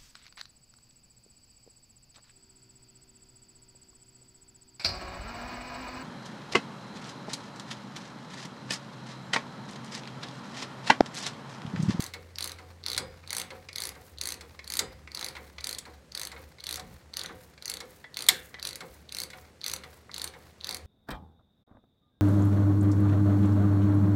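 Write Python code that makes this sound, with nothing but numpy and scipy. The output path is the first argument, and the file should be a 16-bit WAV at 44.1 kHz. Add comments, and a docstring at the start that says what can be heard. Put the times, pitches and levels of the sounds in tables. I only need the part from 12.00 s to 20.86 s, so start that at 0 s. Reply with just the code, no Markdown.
"""A long ratchet wrench tightens a brake bolt under a car, close up in a workshop.
On each back swing the pawl snaps over five to nine teeth; as the swing turns round, the loose socket
knocks on the bolt. Knocks ring in the steel and spread through the suspension, low notes last.
Once the wrench cracks loudly. The car bumps on its stands, and sleeves rustle over two low distant hums."""
import sys
import numpy as np
from scipy import signal
from scipy.io import wavfile
from scipy.ndimage import uniform_filter1d

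SR = 44100
rng = np.random.default_rng(int(sys.argv[2]) if len(sys.argv) > 2 else 0)


def wav_out(sig):
    """Save sig, one row per channel (or a flat mono array), as 16-bit PCM at SR to the path in sys.argv[1]."""
    wavfile.write(sys.argv[1], SR, np.round(np.clip(np.atleast_2d(sig).T, -1, 1) * 32767).astype(np.int16))


N = 390726

# Back swings of the wrench: (first tooth [s], last tooth [s], teeth [count], fastest gap [index from 0],
# slowing [per tooth squared], second tooth's level [dB], change per tooth [dB], brightness [dB],
# cloth rub [dB], sleeve hiss [dB])
BACK_SWINGS = [(-.021, 0.064, 5, 1.6, .2, -32.5, -1.5, 3, -43, -77),
               (.358, 0.5184, 9, 3.86, 0.048, -26.5, -1.08, -4.5, -47, -82),
               (0.839, 0.965, 8, 4.02, 0.038, -26, -0.47, -9.5, -61, -88),
               (1.276, 1.4164, 8, 4.4, 0.045, -30, -0.099, -0.5, -44.5, -72),
               (1.7305, 1.891, 9, 4.5, 0.038, -29, -0.46, 0.5, -50.5, -64.5),
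               (2.185, 2.3418, 9, 4.43, 0.04, -27.5, -1.06, 1.5, -60, -72),
               (2.644, 2.77, 7, 4, 0.069, -33.5, .7, 3.5, -53.5, -81),
               (3.118, 3.286, 9, 4.24, 0.048, -30, -0.17, -5.5, -45.5, -66.5),
               (3.608, 3.7485, 7, 3.77, 0.067, -27.5, -1.7, -3, -54, -81),
               (4.1208, 4.2717, 8, 4.17, 0.038, -29, -0.71, -5, -54, -66.5),
               (4.605, 4.758, 8, 5.15, 0.047, -30, -0.49, 0, -70, -68),
               (5.139, 5.2604, 6, 2.42, 0.083, -24, -2.6, -5.5, -54, -65),
               (5.6243, 5.7705, 7, 2.54, .125, -29, -0.63, -7, -68, -64.5),
               (6.144, 6.2655, 7, 2.65, 0.096, -28, -1.36, -4, -53, -59.5),
               (6.597, 6.757, 8, 3.3, 0.061, -28.5, -1.1, -4.5, -76, -63.5),
               (7.093, 7.2352, 8, 4.5, 0.045, -30.5, -0.17, 0.5, -62.5, -66.5),
               (7.615, 7.7628, 8, 3.03, 0.07, -27, -1, -1.5, -64, -66.5),
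               (8.116, 8.2763, 8, 2.6, 0.087, -30.5, -0.17, -2, -53, -70),
               (8.611, 8.7683, 8, 3.8, .066, -29.5, -1.15, -4.5, -51, -72)]


def tooth_clicks(scatter_db=2, bright_scatter_db=4.5, half_speed_db=-5):
    """The hand speeds up and slows, so teeth crowd in mid swing: (time [s], level [dB], brightness [dB])."""
    clicks = []
    for start, end, teeth, fastest, slowing, db, change_db, bright_db, *_ in BACK_SWINGS:
        tooth = np.arange(round(teeth) - 1)
        slowness = 1 + slowing * (tooth - fastest) ** 2
        gaps = (end - start) * slowness / slowness.sum()
        force, edge = rng.standard_normal((2, len(gaps)))  # no two teeth are alike
        levels = db + change_db * tooth + scatter_db * force
        dulling_db = half_speed_db * np.log2(gaps / gaps.min())  # slow teeth are duller
        brights = bright_db + dulling_db + bright_scatter_db * edge
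        clicks.append((start, db - 9.5, brights[0] - 7))  # the pawl barely lifts over the first tooth
        clicks += zip(start + np.cumsum(gaps), levels, brights)
    return [click for click in clicks if click[0] >= 0]


# Crisp EQ of the pawl hitting the gear: (frequency [Hz], level [dB])
SNAP_EQ = [(200, -37.5), (700, -15), (1300, -8.5), (2100, 0), (2700, -7.5), (3500, -3.5), (4500, 8.5),
           (5400, -7.5), (6200, 3.5), (7400, -5), (9300, -1.5), (12000, -6.5), (14000, -9.5), (15200, -15)]


def pawl(teeth, ping_hz=4300, spread=0.055, ping_db=-2.5, size=150):
    """At each tooth the sprung pawl ticks, then pings for a few cycles and snaps against the gear."""
    out, t = np.zeros(N), np.arange(size * 10) / SR
    for s, db, bright_db in teeth:
        detune, lead, tick_force = rng.standard_normal(3)
        tone = np.sin(2 * np.pi * ping_hz * (1 + spread * detune) * t)
        ping = unit_rms(t * np.exp(-t / .00028) * tone, size)
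        snap = contact(SNAP_EQ, .4 * (bright_db + 5), 6000, rise_s=.0001, decay_s=.0017, size=size)
        snap_share = 1 / (1 + amp(-2 * (bright_db + 6)))  # bright teeth snap, dull ones ping
        add(out, s - .0002, amp(db + ping_db) * np.sqrt(1 - snap_share) * ping)
        add(out, s, amp(db) * np.sqrt(snap_share) * snap)
        add(out, s - .004 * np.exp(.6 * lead), amp(db - 17 + 3 * tick_force) * ping)  # early tick
    return out


# The socket takes up its play: (time [s], level [dB], brightness [dB], suspension send [dB])
SOCKET_KNOCKS = [(0.1372, -37, -5, -50), (0.5863, -48, -11, -53), (0.9778, -23.5, 5.5, -41.5),
                 (1.5045, -42.5, -13, -48), (1.953, -55, 0, -54), (2.4092, -43.5, -2, -54),
                 (2.7918, -20.5, 7.5, -41), (3.3523, -42.5, -17, -51), (3.3662, -41.5, -15, -52.5),
                 (3.785, -33.5, 12, -70), (3.8537, -48, -6, -51), (4.3165, -43, -4, -50.5),
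                 (4.363, -47, -26, -55), (4.77, -42, 15, -47.5), (4.796, -40, 3, -64),
                 (5.2431, -43.5, -33, -54), (5.2875, -52, -16, -46.5), (5.8038, -38, -3, -50.5),
                 (6.8061, -40.5, -3.5, -47), (7.302, -44.5, -3, -78), (7.3324, -43.5, -23, -55),
                 (7.836, -43.5, -14, -56), (8.337, -51, -19, -55), (8.6767, -57, 1, -50.5)]
# The socket comes unloaded: (time [s], level [dB], brightness [dB])
SOCKET_RELEASES = [(1.238, -52, -18), (1.687, -40, -3), (2.5912, -41, -4), (3.074, -43.5, -11),
                   (3.5828, -39, -6), (4.5843, -52, 0), (5.5775, -50.5, -7.5), (6.0418, -42, -12.5),
                   (6.542, -40, -9), (6.5862, -46.5, -23), (8.093, -47, -33.5)]
# Hard EQ of a knock: (frequency [Hz], level [dB])
CLACK_EQ = [(150, -70.5), (600, -15), (1100, -18), (1600, -8.5), (2150, -6.5), (2800, -14.5), (4200, 0),
            (5800, -7.5), (7800, -8), (10000, -14), (15500, -23)]
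# Dull EQ of a release: (frequency [Hz], level [dB])
TOCK_EQ = [(200, -29.5), (600, -7), (1180, -4), (1700, -5.5), (2300, 5.5), (2900, -13.5), (4400, -6.5),
           (7500, -24.5), (15000, -49)]


def socket(detune=.06):
    """The loose socket knocks on the bolt after a swing and tocks as it unloads before one."""
    out = np.zeros(N)
    for s, db, bright_db, _ in SOCKET_KNOCKS:
        linger_s = 0.0065 * 2 ** (-bright_db / 30)  # dull knocks are soft, long contacts
        add(out, s, amp(db) * contact(CLACK_EQ, bright_db - 4.5, 3730, rise_s=.000043, decay_s=linger_s))
    for s, db, bright_db in SOCKET_RELEASES:
        shift = np.exp(detune * rng.standard_normal())  # the socket sits differently each time
        seated_eq = np.array(TOCK_EQ) * [shift, 1]
        add(out, s, amp(db) * contact(seated_eq, bright_db + 9.5, 2600, rise_s=.0003, decay_s=.0053))
    return out


# The wrench jumps on the bolt: (time [s], level [dB], suspension send [dB])
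WRENCH_CRACKS = [(6.286, -10, -42.5)]
# Biting EQ of the crack: (frequency [Hz], level [dB])
CRACK_EQ = [(200, -19), (600, -10.5), (1100, -3), (1500, -8), (2150, 10.5), (2750, -12), (3450, 9.5),
            (4050, 9.5), (5500, -7.5), (8000, -0.5), (9050, 3.5), (10600, -10), (13100, -0.5), (15500, -20)]


def crack(ring_db=-29, room_db=-10, shimmer_db=-24, shimmer_t60=0.27):
    """One hard blow: a sharp attack, a tail of ringing steel and a broader flash that fills the room."""
    out, flash = np.zeros((2, N))
    fade_db = 60 * np.arange(SR) / SR / shimmer_t60
    for s, db, _ in WRENCH_CRACKS:
        add(out, s, amp(db) * contact(CRACK_EQ, 0, 4000, rise_s=.0015, decay_s=.0044))
        add(out, s, amp(db + ring_db) * ringing(STEEL_MODES))
        # the brake's many close modes blur into a shimmer
        shimmer = unit_rms(colour(rng.standard_normal(SR), CRACK_EQ, bright_db=4.5, hinge_hz=7100))
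        add(out, s, amp(db + shimmer_db - fade_db) * shimmer)
        add(flash, s, amp(db + room_db) * contact(CLACK_EQ, 0.99, 4000, rise_s=.0003, decay_s=.001))
    return out + workshop(flash)


# Clinks of the handle: (time [s], level [dB])
HANDLE_CLINKS = [(.979, -49), (2.792, -49)]
# Thin, high modes of the handle: (frequency [Hz], level [dB], t60 [s])
HANDLE_MODES = [(4915, 0, .5), (4985, -3, .2), (3908, -10, .25), (7887, -10, .2)]


def handle():
    """The handle rings on when the grip is loose."""
    out = np.zeros(N)
    for s, db in HANDLE_CLINKS:
        add(out, s, amp(db) * ringing(HANDLE_MODES))
    return out


# Bright modes of the wrench and brake parts: (frequency [Hz], level [dB], t60 [s])
STEEL_MODES = [(1087, -6, .17), (1902, -7, .15), (1986, -4, .2), (2191, 0, .18), (2353, -7, .13),
               (3432, -1, .13), (3628, -5, .13), (3962, -3, .12), (4450, -8, .12), (4890, -10, .15),
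               (6207, -7, .17), (7400, -7, .17), (7970, -2, .17), (9013, 0, .16), (11910, -9, .13),
               (13100, -8, .11)]


def steel_ring(hits):
    """Each hit leaves a short metallic tail in the wrench and brake."""
    return through(hits, ringing(STEEL_MODES))


# Dark EQ of axle and spring: (frequency [Hz], level [dB])
SUSPENSION_EQ = [(60, 1), (150, -3), (260, -2.5), (400, -3.5), (540, -2), (720, -6), (1100, -0.5),
                 (2000, -5), (3500, -17), (8000, -51.5)]
# Modes of the brake's sheet metal: (frequency [Hz], level [dB], t60 [s])
SHEET_MODES = [(182, -11.5, .3), (422, 4.5, 0.094), (472, 5, 0.13), (510.6, -2.5, 0.35), (530, -7, 0.46),
               (737.8, 2, 0.29), (1057, 3, 0.07), (2060, -7.5, 0.19)]


def suspension(teeth, click_db=9, smear_db=-2, sheet_db=-15):
    """Knocks, crack and, more weakly, clicks pass into axle and spring and shake the sheet metal."""
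    smear, paths = np.zeros(N), np.zeros((4, N))
    for s, *_, send_db in [*SOCKET_KNOCKS, *WRENCH_CRACKS]:
        add(smear, s, amp(send_db) * unit_rms(bending_wave(), size=3300))
    for s, db, _ in teeth:
        add(paths[rng.integers(len(paths))], s, amp([db + click_db]))  # teeth load the bolt differently
    smear += sum(through(path, bending_wave()) for path in paths)
    return amp(smear_db) * smear + amp(sheet_db) * through(smear, ringing(SHEET_MODES))


def bending_wave():
    """Bending waves run slower the lower they are, so a knock arrives as a falling smear."""
    def level_db(hz, t):
        arrival = 0.022 * np.sqrt(500 / (hz + 30))
        late = t + 0.0046 - arrival
        return np.where(late < 0, 30 * late / arrival, -125 * late * (1 + hz / 1100))
    return colour(shaped_noise(level_db), SUSPENSION_EQ)


# Dull bumps of the car: (time [s], level [dB], length [s])
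CAR_BUMPS = [(0.919, -52.5, 0.13), (2.8, -59, 0.32), (4.772, -52.5, 0.26)]


def bumps(top_hz=150):
    """The car rocks on its stands with soft swells of deep noise."""
    out = np.zeros(N)
    for s, db, length in CAR_BUMPS:
        deep = signal.sosfilt(signal.butter(3, top_hz, fs=SR, output="sos"), rng.standard_normal(SR))
        add(out, s, amp(db) * swell(deep, length))
    return out


PULL_DELAY_S = 0.16  # the arm pulls fastest this long after the last tooth


def sleeve(length_s=0.31, low_hz=5000, catch_db=4):
    """The sleeve brushes with each pull: a fine high hiss that catches as it goes."""
    out = np.zeros(N)
    for _, end, *_, db in BACK_SWINGS:
        grain, catches = rng.standard_normal((2, SR))
        hiss = signal.sosfilt(signal.butter(2, low_hz, "high", fs=SR, output="sos"), grain)
        hiss *= amp(catch_db * unit_rms(uniform_filter1d(catches, size=250)))
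        add(out, end + PULL_DELAY_S - length_s / 2, amp(db) * swell(hiss, length_s))
    return out


# EQ of rubbing cloth: (frequency [Hz], level [dB])
CLOTH_EQ = [(40, -24), (130, -1.5), (300, -3), (520, -7.5), (800, 2), (2000, -2), (3000, -10), (4200, -4.5),
            (8000, -19), (15000, -21)]


def cloth(trim_db=-3, rest_db=-70, pull_db=-59.5, grit_per_s=40, grit_db=14):
    """Gritty cloth rubs with the arm, swelling late in each back swing and again in the pull."""
    catches_db = 3.7 * unit_rms(uniform_filter1d(rng.standard_normal(N), size=300))  # fibres catch, let go
    grit = (rng.random(N) < grit_per_s / SR) * amp(grit_db) * rng.exponential(1, N)
    friction = rng.standard_normal(N) * amp(catches_db) + grit
    t, rub = np.arange(N) / SR, np.full(N, amp(rest_db))
    for _, end, *_, rub_db, _ in BACK_SWINGS:
        rub += amp(rub_db) * np.exp(-.5 * ((t - end + .047) / .056) ** 2)
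        rub += amp(pull_db) * np.exp(-.5 * ((t - end - PULL_DELAY_S) / .08) ** 2)
    return amp(trim_db) * rub * unit_rms(colour(friction, CLOTH_EQ, size=4096))


# Reverb time of the workshop: (frequency [Hz], t60 [s])
ROOM_DECAY = [(150, .5), (500, .18), (2000, 0.56), (4500, 0.17), (9000, .19), (15000, 0.1)]


def workshop(x, onset_s=0.00033):
    """Reflections from the wheel well and the room, the treble dying first."""
    tail = shaped_noise(lambda hz, t: -60 * t / curve_at(ROOM_DECAY, hz) + 5 * np.exp(-t / 0.0054))
    fade_in = 1 - np.exp(-(np.arange(len(tail)) / SR / onset_s) ** 2)
    return through(x, tail * fade_in)


# A distant motor: (time [s], pitch [Hz], level [dB])
UPPER_MOTOR = [(0.0, 86, -61), (0.17, 85.5, -51.5), (1.41, 85.5, -55.5), (1.53, 89.1, -58),
               (2.16, 89.6, -64.5), (2.5, 83.2, -62), (2.7, 92.3, -66)]
# A second, lower motor: (time [s], pitch [Hz], level [dB])
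LOWER_MOTOR = [(1.8, 71.5, -72), (1.88, 73.2, -58), (4.51, 70.8, -56), (4.75, 76, -57), (5.58, 70.76, -66),
               (8.8, 78.7, -56), (8.86, 81.4, -47)]


def motor_hum(rows, waver, width_hz=5, fade_db_per_s=20):
    """A far motor: one low tone that wavers, and fades away beyond the ends of its curve."""
    t = np.arange(N) / SR
    s, hz, db = np.transpose(rows)
    noise = rng.standard_normal(N + SR) + 1j * rng.standard_normal(N + SR)
    drift = signal.sosfilt(signal.butter(2, width_hz, fs=SR, output="sos"), noise)[SR:]
    phase = 2 * np.pi * np.cumsum(np.interp(t, s, hz)) / SR
    tone = (1 + waver * drift / np.std(drift)) * np.exp(1j * phase)
    outside_s = abs(t - np.clip(t, s[0], s[-1]))
    return amp(np.interp(t, s, db) - fade_db_per_s * outside_s) * unit_rms(tone.real)


# Dark EQ of the room tone: (frequency [Hz], level [dB])
AIR_EQ = [(25, -20), (50, -14), (80, -7.5), (140, -3.5), (300, -11.5), (520, -10), (900, -21),
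          (2000, -22.5), (3200, -27), (8000, -30.5), (16000, -46.5)]


def room_tone(db=-59):
    """Still air: a faint, steady bed of noise."""
    return amp(db) * unit_rms(colour(rng.standard_normal(N), AIR_EQ, size=8192))


def contact(eq, bright_db, hinge_hz, rise_s, decay_s, size=264):
    """Steel chatters on steel for a moment; rms 1 over the first size samples."""
    t = np.arange(size * 10) / SR
    chatter = rng.choice([-1., 1.], len(t)) * (1 - np.exp(-t / rise_s)) * np.exp(-t / decay_s)
    return unit_rms(colour(chatter, eq, bright_db, hinge_hz), size)


def ringing(modes):
    """One second of dying modes."""
    t = np.arange(SR) / SR
    return sum(amp(db - 60 * t / t60) * np.sin(2 * np.pi * (hz * t + rng.random()))
               for hz, db, t60 in modes)


def shaped_noise(level_db):
    """One second of noise shaped by level_db(frequency [Hz], time [s])."""
    hz, t, spectrum = signal.stft(rng.standard_normal(SR), SR, nperseg=256)
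    return signal.istft(spectrum * amp(level_db(hz[:, None], t)), SR, nperseg=256)[1]


def colour(x, eq, bright_db=0, hinge_hz=4000, size=1024):
    """Minimum-phase EQ with a treble shelf of bright_db above the hinge."""
    hz = abs(np.fft.fftfreq(size, 1 / SR))
    shelf = hz ** 4 / (hz ** 4 + hinge_hz ** 4)
    log_gain = np.log(amp(curve_at(eq, hz) + bright_db * shelf))
    spectrum = np.exp(np.conj(signal.hilbert(log_gain)))
    return through(x, np.fft.ifft(spectrum).real)


def curve_at(points, hz):
    """Joins (frequency [Hz], value) points on a log-frequency axis."""
    f, value = np.transpose(points)
    return np.interp(np.log(hz + 1), np.log(f + 1), value)


def through(x, response):
    """Plays x through an impulse response scaled to energy 1."""
    return signal.oaconvolve(x, response / np.linalg.norm(response))[:len(x)]


def swell(x, length_s):
    """Fades x in and out over length_s, at rms 1."""
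    window = signal.windows.hann(round(length_s * SR))
    return unit_rms(x[:len(window)] * window)


def unit_rms(x, size=None):
    """Scales to rms 1, over the first size samples if given."""
    return x / np.sqrt(np.mean(x[:size] ** 2) + 1e-20)


def amp(db):
    """Decibels to gain."""
    return 10 ** (np.asarray(db) / 20)


def add(mix, s, sound):
    """Mixes a sound in at time s."""
    part = mix[max(round(s * SR), 0):][:len(sound)]
    part += sound[:len(part)]


def scene():
    """Mono mix: the wrench up front, what it shakes, and the room around it."""
    teeth = tooth_clicks()
    clicks, knocks = pawl(teeth), socket()
    ring = steel_ring(amp(-17) * clicks + amp(-16) * knocks)
    reverb = workshop(amp(-7) * clicks + amp(-10) * knocks)
    wrench = clicks + knocks + crack() + handle() + ring
    car = suspension(teeth) + bumps()
    background = sleeve() + room_tone() + cloth()
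    hums = motor_hum(UPPER_MOTOR, waver=.25) + motor_hum(LOWER_MOTOR, waver=1.0)
    return (wrench + car + reverb + background + hums)[None]


def record(dry, low_hz=51, ceiling=.85, top_hz=16000):
    """A bass cut, a soft ceiling on the loudest peaks and a steep top cut."""
    thin = signal.sosfilt(signal.butter(4, low_hz, "high", fs=SR, output="sos"), dry)
    limited = thin / (1 + (thin / ceiling) ** 6) ** (1 / 6)
    top_cut = signal.firwin(401, top_hz, window=("kaiser", 9), fs=SR)
    return signal.oaconvolve(limited, top_cut[None], "same")


dry = scene()
out = record(dry)
wav_out(out)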